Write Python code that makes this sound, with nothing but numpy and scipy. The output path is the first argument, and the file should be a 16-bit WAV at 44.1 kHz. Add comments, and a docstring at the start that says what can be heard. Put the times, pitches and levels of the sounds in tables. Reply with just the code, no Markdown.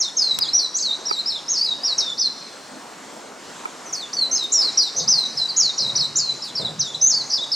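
"""Songbird among houses

A small songbird on an overhead wire sings two phrases of quick, gliding whistles: phase-summed sines
with two faint overtones. Roofs and walls return each note as discrete echoes and decaying noise tails.
Shaped noise gives the hum of distant traffic, far-off rolling thuds and a puff of breeze on the camera;
dry ticks are noise snaps that also ring the damped modes of its housing.
"""
import sys
import numpy as np
from scipy import signal
from scipy.fft import rfft, irfft, next_fast_len
from scipy.io import wavfile
from scipy.ndimage import uniform_filter1d, map_coordinates

SR = 44100
rng = np.random.default_rng(int(sys.argv[2]) if len(sys.argv) > 2 else 0)


def materialize(psi):
    """Save the field psi as 16-bit PCM at rate SR to the path in sys.argv[1].

    A 1-D psi becomes a single channel; in a 2-D psi each row is a channel.
    """
    bounded = np.clip(np.atleast_2d(psi).T, -1, 1)
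    quanta = np.round(bounded * 32767).astype(np.int16)
    wavfile.write(sys.argv[1], SR, quanta)


N = 332955

# Distant traffic over time: start_s, rumble_db, rush_db
TRAFFIC_LEVELS = [(0, -57.5, -41), (2.8, -48, -40), (3.8, -51.5, -38.5), (7.55, -54, -40.5)]
# Relative spectra of the low rumble and the broad rush: frequency_hz, density_db_per_hz
RUMBLE_SPECTRUM = [(60, -56), (130, -6), (270, 6), (600, -32.5)]
RUSH_SPECTRUM = [(40, -25), (400, -0.5), (1000, -1), (2600, -11.5), (5000, -12), (7400, -11.5),
                 (11500, -29.5), (15700, -50)]
# Stereo relation of distant noise: frequency_hz, left_right_correlation, left_phase_lead_rad
STEREO_COHERENCE = [(40, 0.2, 0.31), (153, 0.99, 0.039), (520, 0.97, 1), (4000, 0.82, 0.052)]
# Breeze on the ports: middle_s, width_s, level_db
BREEZE_PUFFS = [(.43, 0.48, -46)]
# Relative spectrum of the breeze: frequency_hz, density_db_per_hz
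BREEZE_SPECTRUM = [(30, -25), (130, 3), (250, 2), (600, -46)]
# Far thuds, before the knock and roll gains: start_s, level_db
THUD_EVENTS = [(4.946, -36), (5.795, -37), (6.594, -35)]
# Relative spectra of the short knock and the long roll: frequency_hz, density_db_per_hz
KNOCK_SPECTRUM = [(60, -50), (550, 0), (8000, -70)]
ROLL_SPECTRUM = [(30, -55), (140, 0), (3000, -60)]
# Dry ticks, before filter and mode gains: start_s, snap_level_db, ring_level_db
TICK_EVENTS = [(0.388, -13, -25), (1.1113, -34, -14.5), (3.655, -41, -19), (4.4394, -31, -48)]
# Modes of the camera housing, mean levels: frequency_hz, relative_level_db, t60_s
HOUSING_MODES = [(900, 3.5, 0.025), (1270, 9, 0.018), (407, -2.5, 0.033), (2320, 1.5, 0.018)]
HOUSING_RIGHT_GAIN = -1.51  # the housing moves the right port against the left
# Discrete reflections, mean levels: delay_s, level_db
REFLECTIONS = [(.00839, -9), (0.198, -25)]
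# Street reverberation, near and far: level_db, t60_s, left_right_correlation, treble_loss_db_per_khz
REVERBERATION = [(-4, 0.2, 0.91, -1), (-12.5, 1.52, 0.93, 1.5)]
LUMPS_DB = 1.5  # the tails come back in lumps, wall by wall
# Pitch path of each note, one list a note: time_s, pitch_hz
NOTE_GLIDES = [
    [(0.0, 7000), (0.025, 4840), (0.032, 3930), (0.038, 4390), (0.052, 3770), (0.09, 3480)],
    [(0.166, 6230), (0.176, 6460), (0.184, 5510), (0.219, 4875), (0.228, 4450), (0.351, 3824)],
    [(0.408, 4280), (0.412, 5030), (0.424, 4740), (0.441, 3650), (0.468, 3260), (0.492, 4240),
     (0.497, 4000)],
    [(0.531, 5350), (0.549, 5820), (0.583, 5620), (0.6, 4515), (0.664, 3890)],
    [(0.742, 5530), (0.767, 6560), (0.78, 7730), (0.794, 4050), (0.808, 6320), (0.819, 6450), (0.83, 4690),
     (0.915, 3754), (0.931, 4030), (0.955, 3905)],
    [(1.051, 4960), (1.067, 5700), (1.115, 4540), (1.124, 4560), (1.135, 4060), (1.186, 3760),
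     (1.192, 4170), (1.214, 3770)],
    [(1.256, 4750), (1.284, 5500), (1.296, 5050), (1.303, 4430), (1.392, 3460)],
    [(1.478, 5000), (1.506, 6690), (1.552, 5130), (1.574, 4330), (1.582, 5520), (1.594, 4400),
     (1.647, 4985), (1.669, 4130), (1.734, 3670)],
    [(1.831, 4630), (1.857, 5700), (1.879, 4720), (1.935, 3820)],
    [(1.978, 5500), (1.981, 6540), (1.987, 5584), (2.002, 5326), (2.013, 3890), (2.135, 3467)],
    [(2.172, 3940), (2.2, 5940), (2.23, 4440), (2.275, 4075)],
    [(3.856, 6280), (3.909, 5440)],
    [(3.923, 7030), (3.971, 4340), (3.985, 4510), (4.043, 3460), (4.06, 3400)],
    [(4.129, 4100), (4.14, 6160), (4.15, 5460)],
    [(4.165, 4544), (4.264, 3950)],
    [(4.311, 5360), (4.324, 6250), (4.35, 6350), (4.36, 5180), (4.37, 5160), (4.386, 4086), (4.46, 3618)],
    [(4.517, 5350), (4.53, 7500), (4.543, 5710), (4.612, 5080), (4.626, 4020), (4.631, 4860), (4.648, 4120),
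     (4.65, 4304), (4.693, 3840)],
    [(4.771, 4600), (4.778, 5770), (4.802, 4760), (4.888, 3586)],
    [(4.961, 5870), (4.993, 6320), (5.003, 3650), (5.012, 5180), (5.021, 3690), (5.029, 4500),
     (5.045, 3500)],
    [(5.074, 4600), (5.094, 6144), (5.13, 4995), (5.187, 4150), (5.269, 3860)],
    [(5.368, 4720), (5.375, 5410), (5.394, 4215), (5.46, 3925)],
    [(5.483, 4080), (5.493, 4790), (5.511, 4110)],
    [(5.56, 4980), (5.576, 6820), (5.623, 5000), (5.674, 4050), (5.709, 3787)],
    [(5.776, 5140), (5.785, 5770), (5.799, 4110), (5.808, 5250), (5.82, 4250), (5.875, 3810), (5.878, 4070),
     (5.901, 3860)],
    [(5.95, 4000), (5.965, 5980), (5.985, 4050), (5.998, 5350), (6.013, 4210), (6.042, 3820), (6.048, 4120),
     (6.061, 3750)],
    [(6.154, 5300), (6.176, 7180), (6.187, 5470), (6.223, 4360), (6.33, 3997)],
    [(6.417, 4410), (6.42, 5110), (6.504, 3480)],
    [(6.55, 5470), (6.56, 5560), (6.572, 4410), (6.582, 5000), (6.593, 4120), (6.599, 4200), (6.632, 3600)],
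    [(6.646, 4040), (6.682, 3525)],
    [(6.79, 5130), (6.796, 6270), (6.807, 5830), (6.823, 4010), (6.941, 3443), (6.952, 3990), (6.957, 3540)],
    [(7.01, 4820), (7.02, 6210), (7.062, 6174), (7.084, 6860), (7.115, 5280), (7.133, 4220), (7.15, 5110),
     (7.158, 4550), (7.194, 4520), (7.22, 4020)],
    [(7.297, 5840), (7.302, 5910), (7.312, 4410), (7.319, 6080), (7.333, 4800), (7.34, 5580), (7.349, 4570),
     (7.356, 4900), (7.392, 3524), (7.435, 3780), (7.442, 3480)],
    [(7.514, 3880), (7.52, 5300), (7.549, 4090)],
]
# Strength of each note before windpipe and swells: level_db, change_by_end_db
NOTE_LEVELS = [(-19.5, -4.5), (-21, 5), (-16.5, -15.5), (-18, -2), (-21.5, 3), (-29.5, 7), (-22, -5),
               (-28, 10), (-22, 2.5), (-19.5, -4), (-24, 7.5), (-39.5, -5), (-28.5, -1.5), (-12, -33),
               (-22, 0), (-21.5, 0), (-22.5, 5.5), (-14.5, -10.5), (-19, -10.5), (-18, 0), (-22.5, 1.5),
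               (-26, 5.5), (-19.5, 2), (-22.5, 5), (-20, 1), (-19.5, -9), (-31, -2), (-25.5, 0.5),
               (-12.5, -15.5), (-22, -12), (-20, -3), (-25, 5), (-23, 6)]
# Rounded swells and dips within notes: middle_s, width_s, lift_db
NOTE_SWELLS = [(.491, .025, 16.5), (0.794, 0.13, -6.5), (4.227, 0.052, 8), (5.42, 0.046, 8.5),
               (6.301, 0.056, 14.5), (6.953, 0.043, 13), (7.429, 0.023, 3.5)]
# Stretches of warbling pitch: start_s, end_s, rate_hz, depth_share_of_pitch
NOTE_TRILLS = [(1.305, 1.394, 63, -0.057), (4.787, 4.842, 43.7, -0.048), (4.962, 5, 169.6, 0.049),
               (5.199, 5.267, 46, 0.0285), (6.427, 6.501, 92.3, 0.091)]
# Strength of the whistle by pitch: pitch_hz, gain_db
WINDPIPE_GAIN = [(3200, -9.5), (3900, -5), (5200, 1.5), (6400, 2), (7800, 3)]
ATTACK_S, RELEASE_S = 0.0069, 0.0043
SHAKY_HZ, SHAKE_PER_OCTAVE = 4150, .07  # below this pitch the voice shakes, share of pitch
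BAND_LIMIT_HZ = 15740


def amp(db):
    """Decibel law: the amplitude ratio of a level."""
    return 10 ** (np.asarray(db) / 20)


def unit(x):
    """Normalisation of x to a root mean square of 1."""
    return x / np.sqrt(np.mean(x ** 2) + 1e-20)


def along(points, hz, column=1):
    """Linear interpolation of a column of a table over log frequency."""
    table = np.transpose(points)
    return np.interp(np.log(hz + 1), np.log(table[0] + 1), table[column])


def wobble(rate_hz):
    """Band-limited chance: a smooth curve through random knots, rate_hz knots a second."""
    knots = rng.standard_normal(int(N * rate_hz / SR) + 4)
    return map_coordinates(knots, [np.arange(N) * rate_hz / SR])


def hump(t, middle_s, width_s):
    """Raised-cosine window: rises from 0 to 1 at the middle and falls back."""
    return np.cos(np.pi * np.clip((t - middle_s) / width_s, -.5, .5)) ** 2


def filtered(x, response):
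    """Linear filtering: the spectrum of x times a response of frequency."""
    m = next_fast_len(N + SR // 2)
    return irfft(rfft(x, m) * response(np.fft.rfftfreq(m, 1 / SR)), m)[..., :N]


def coherent_noise(spectrum, patchy_db):
    """Partial coherence: patchy mid and side noise, rms 1, whose phase leads in the left port."""
    cells = signal.stft(rng.standard_normal((2, N)), nperseg=512)[2]
    field = uniform_filter1d(rng.standard_normal(cells.shape[1:]), size=6, axis=0)
    field = uniform_filter1d(field, size=14, axis=1)
    pair = signal.istft(cells * amp(patchy_db * unit(field)), nperseg=512)[1][:, :N]

    def mid_side_response(hz):
        angle = np.arccos(np.clip(along(STEREO_COHERENCE, hz), -1, 1)) / 2
        return amp(along(spectrum, hz)) * [np.cos(angle), np.sin(angle)]

    def phase_lead(hz):
        return np.exp(.5j * np.outer([1, -1], along(STEREO_COHERENCE, hz, column=2)))

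    mid, side = filtered(pair, mid_side_response)
    return unit(filtered(np.array([mid + side, mid - side]), phase_lead))


def traffic():
    """Broadband noise of distant roads: a low rumble and a wide rush, each of slowly varying level."""
    s, rumble_db, rush_db = np.transpose(TRAFFIC_LEVELS)
    t = np.arange(N) / SR
    rumble = amp(np.interp(t, s, rumble_db)) * coherent_noise(RUMBLE_SPECTRUM, patchy_db=3.0)
    swell_db = .7 * wobble(6)
    rush_gain = amp(np.interp(t, s, rush_db) + swell_db)
    return rumble + rush_gain * coherent_noise(RUSH_SPECTRUM, patchy_db=1.58)


def breeze():
    """Turbulent pressure: a light puff of low noise that pushes the two ports apart."""
    t = np.arange(N) / SR
    puffs = sum(amp(db) * hump(t, middle, width) for middle, width, db in BREEZE_PUFFS)
    a, b = filtered(rng.standard_normal((2, N)), lambda hz: amp(along(BREEZE_SPECTRUM, hz)))
    opposed = unit(np.array([a + 0.25 * b, 0.76 * b - a]))
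    return puffs * amp(2.7 * wobble(15.0)) * opposed


def thuds():
    """Exponential decay: dull far blows, a short knock and a low roll that dies away unevenly."""
    t = np.arange(N) / SR

    def fading(t60):
        envelope = 0
        for s, db in THUD_EVENTS:
            onset = np.clip((t - s) / 0.0067, 0, 1)
            envelope = envelope + amp(db - 60 * np.maximum(t - s, 0) / t60) * onset
        return envelope

    knock = amp(5.5) * fading(.4) * coherent_noise(KNOCK_SPECTRUM, patchy_db=3)
    roll = amp(-6.5) * fading(3.55) * coherent_noise(ROLL_SPECTRUM, patchy_db=2.5)
    # the short running mean dulls the treble
    return amp(1.6 * wobble(25)) * uniform_filter1d(knock + roll, size=9)


def ticks():
    """Impulse excitation: noise snaps ring damped housing modes, opposed from port to port."""
    bright, body, t = np.zeros((2, N)), np.zeros(N), np.arange(SR // 5) / SR
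    for s, snap_db, ring_db in TICK_EVENTS:
        start = round(s * SR)
        snap = rng.standard_normal((3, len(t))) * amp(-60 * t / 0.013)
        # one noise shared by both ports, one of its own for each
        bright[:, start:][:, :len(t)] += amp(snap_db) * (snap[0] + 1.9 * snap[1:])
        modes = np.zeros(len(t))
        for hz, db, t60 in HOUSING_MODES:
            decay = amp(ring_db + db + rng.normal(0, 1.4) - 60 * t / t60)
            modes += decay * np.sin(2 * np.pi * hz * t)
        body[start:][:len(t)] += modes * (1 - np.exp(-t / 0.0018))

    def snap_band(hz):
        centre_hz, width_hz = 4400, 8800
        return (1j * hz * width_hz / (centre_hz ** 2 - hz ** 2 + 1j * hz * width_hz)) ** 2

    return filtered(bright, snap_band) + np.outer([1, HOUSING_RIGHT_GAIN], body)


def street(x):
    """Reflection and scattering: echoes and noise tails, new from note to note as the head turns."""
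    out = np.array([x, x])
    t = np.arange(256 * 128) / SR
    khz_above_5 = np.fft.rfftfreq(len(t), 1000 / SR) - 5
    starts = [0] + [round(path[0][0] * SR) for path in NOTE_GLIDES[1:]] + [N]
    for a, b in zip(starts, starts[1:]):
        tail = np.zeros((2, len(t)))
        for delay, db in REFLECTIONS:
            tail[:, round(delay * SR)] = amp(db + rng.normal(0, 0.49))
        for db, t60, alike, loss_db in REVERBERATION:
            lumps_db = LUMPS_DB * np.repeat(rng.standard_normal(size=256), len(t) // 256)
            decay = amp(lumps_db - 60 * t / t60)
            both, apart = rng.standard_normal((2, len(t))) * decay * (t > .0015)
            angle = np.arccos(np.clip(alike, -1, 1)) / 2
            pair = np.cos(angle) * both + np.sin(angle) * apart * [[1], [-1]]
            coloured = irfft(rfft(pair) * amp(-loss_db * khz_above_5))
            tail += amp(db) * coloured / np.linalg.norm(both)
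        wet = signal.fftconvolve(x[None, a:b], tail, axes=1)[:, :N - a]
        out[:, a:a + wet.shape[1]] += wet
    return out


def smooth(t, s, v):
    """Monotone cubic interpolation: a rounded curve through (s, v) that never overshoots."""
    h = np.diff(s)
    m = np.diff(v) / h
    # harmonic mean of neighbouring slopes, zero at a turning point
    mean = 2 * m[1:] * m[:-1] / (m[1:] + m[:-1] + 1e-12)
    d = np.r_[m[0], np.where(m[1:] * m[:-1] > 0, mean, 0), m[-1]]
    k = np.clip(np.searchsorted(s, t) - 1, 0, len(h) - 1)
    u = np.clip((t - s[k]) / h[k], 0, 1)
    bend = (3 - 2 * u) * h[k] * (m[k] - d[k]) + (u - 1) * h[k] * (d[k + 1] - d[k])
    return v[k] + u * h[k] * d[k] + u * u * bend


def contour(path, level_db, change_db):
    """Source and resonance: sample indices, gliding pitch in Hz and windpipe-shaped level in dB."""
    s, hz = np.transpose(path)
    i = np.arange(max(round(s[0] * SR), 0), min(round((s[-1] + RELEASE_S) * SR), N))
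    t = i / SR
    pitch_hz = np.exp(smooth(t, s, np.log(hz)))
    level = level_db + change_db * (t - s[0]) / (s[-1] - s[0])
    for middle, width, lift_db in NOTE_SWELLS:
        level = level + lift_db * hump(t, middle, width)
    return i, pitch_hz, level + along(WINDPIPE_GAIN, pitch_hz)


def bird():
    """Frequency modulation: each note is a gliding whistle with two faint overtones."""
    voice, clock = np.zeros(N), np.arange(N) / SR
    quiver = 1 + .007 * wobble(300) + .008 * wobble(70)
    for start, end, rate_hz, depth in NOTE_TRILLS:
        active = (clock > start) * (clock < end)
        quiver += depth * np.sin(2 * np.pi * rate_hz * (clock - start)) * active
    flutter_db, rasp_db, shake = 2.2 * wobble(140), 5 * wobble(60), wobble(130)
    for path, note in zip(NOTE_GLIDES, NOTE_LEVELS):
        i, pitch_hz, level_db = contour(path, *note)
        t = clock[i]
        octaves_below = np.clip(np.log2(SHAKY_HZ / pitch_hz), 0, 1)
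        shaken = pitch_hz * (quiver[i] + SHAKE_PER_OCTAVE * shake[i] * octaves_below)
        pitch = uniform_filter1d(shaken, size=60)
        phase = 2 * np.pi * np.cumsum(pitch) / SR
        # overtones follow the whistle's strength only in part; low notes keep more of the second
        low = np.log2(5000 / pitch)
        overtones = amp(-58.5 + 21 * low) * np.sin(2 * phase) + amp(-70.0) * np.sin(3 * phase)
        whistle = amp(level_db + flutter_db[i]) * np.sin(phase)
        tone = whistle + amp(0.095 * level_db + rasp_db[i]) * overtones
        edges = np.clip(np.minimum((t - t[0]) / ATTACK_S, (t[-1] - t) / RELEASE_S), 0, 1)
        voice[i] += np.sqrt(2) * edges * tone
    return voice


def scene():
    """Superposition: the bird in its echoes adds to the background sources."""
    return street(bird()) + ticks() + thuds() + traffic() + breeze()


def record(dry):
    """Band limitation: the camera keeps nothing from its upper limit on."""
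    return filtered(dry, lambda hz: hz < BAND_LIMIT_HZ)


dry = scene()
out = record(dry)
materialize(out)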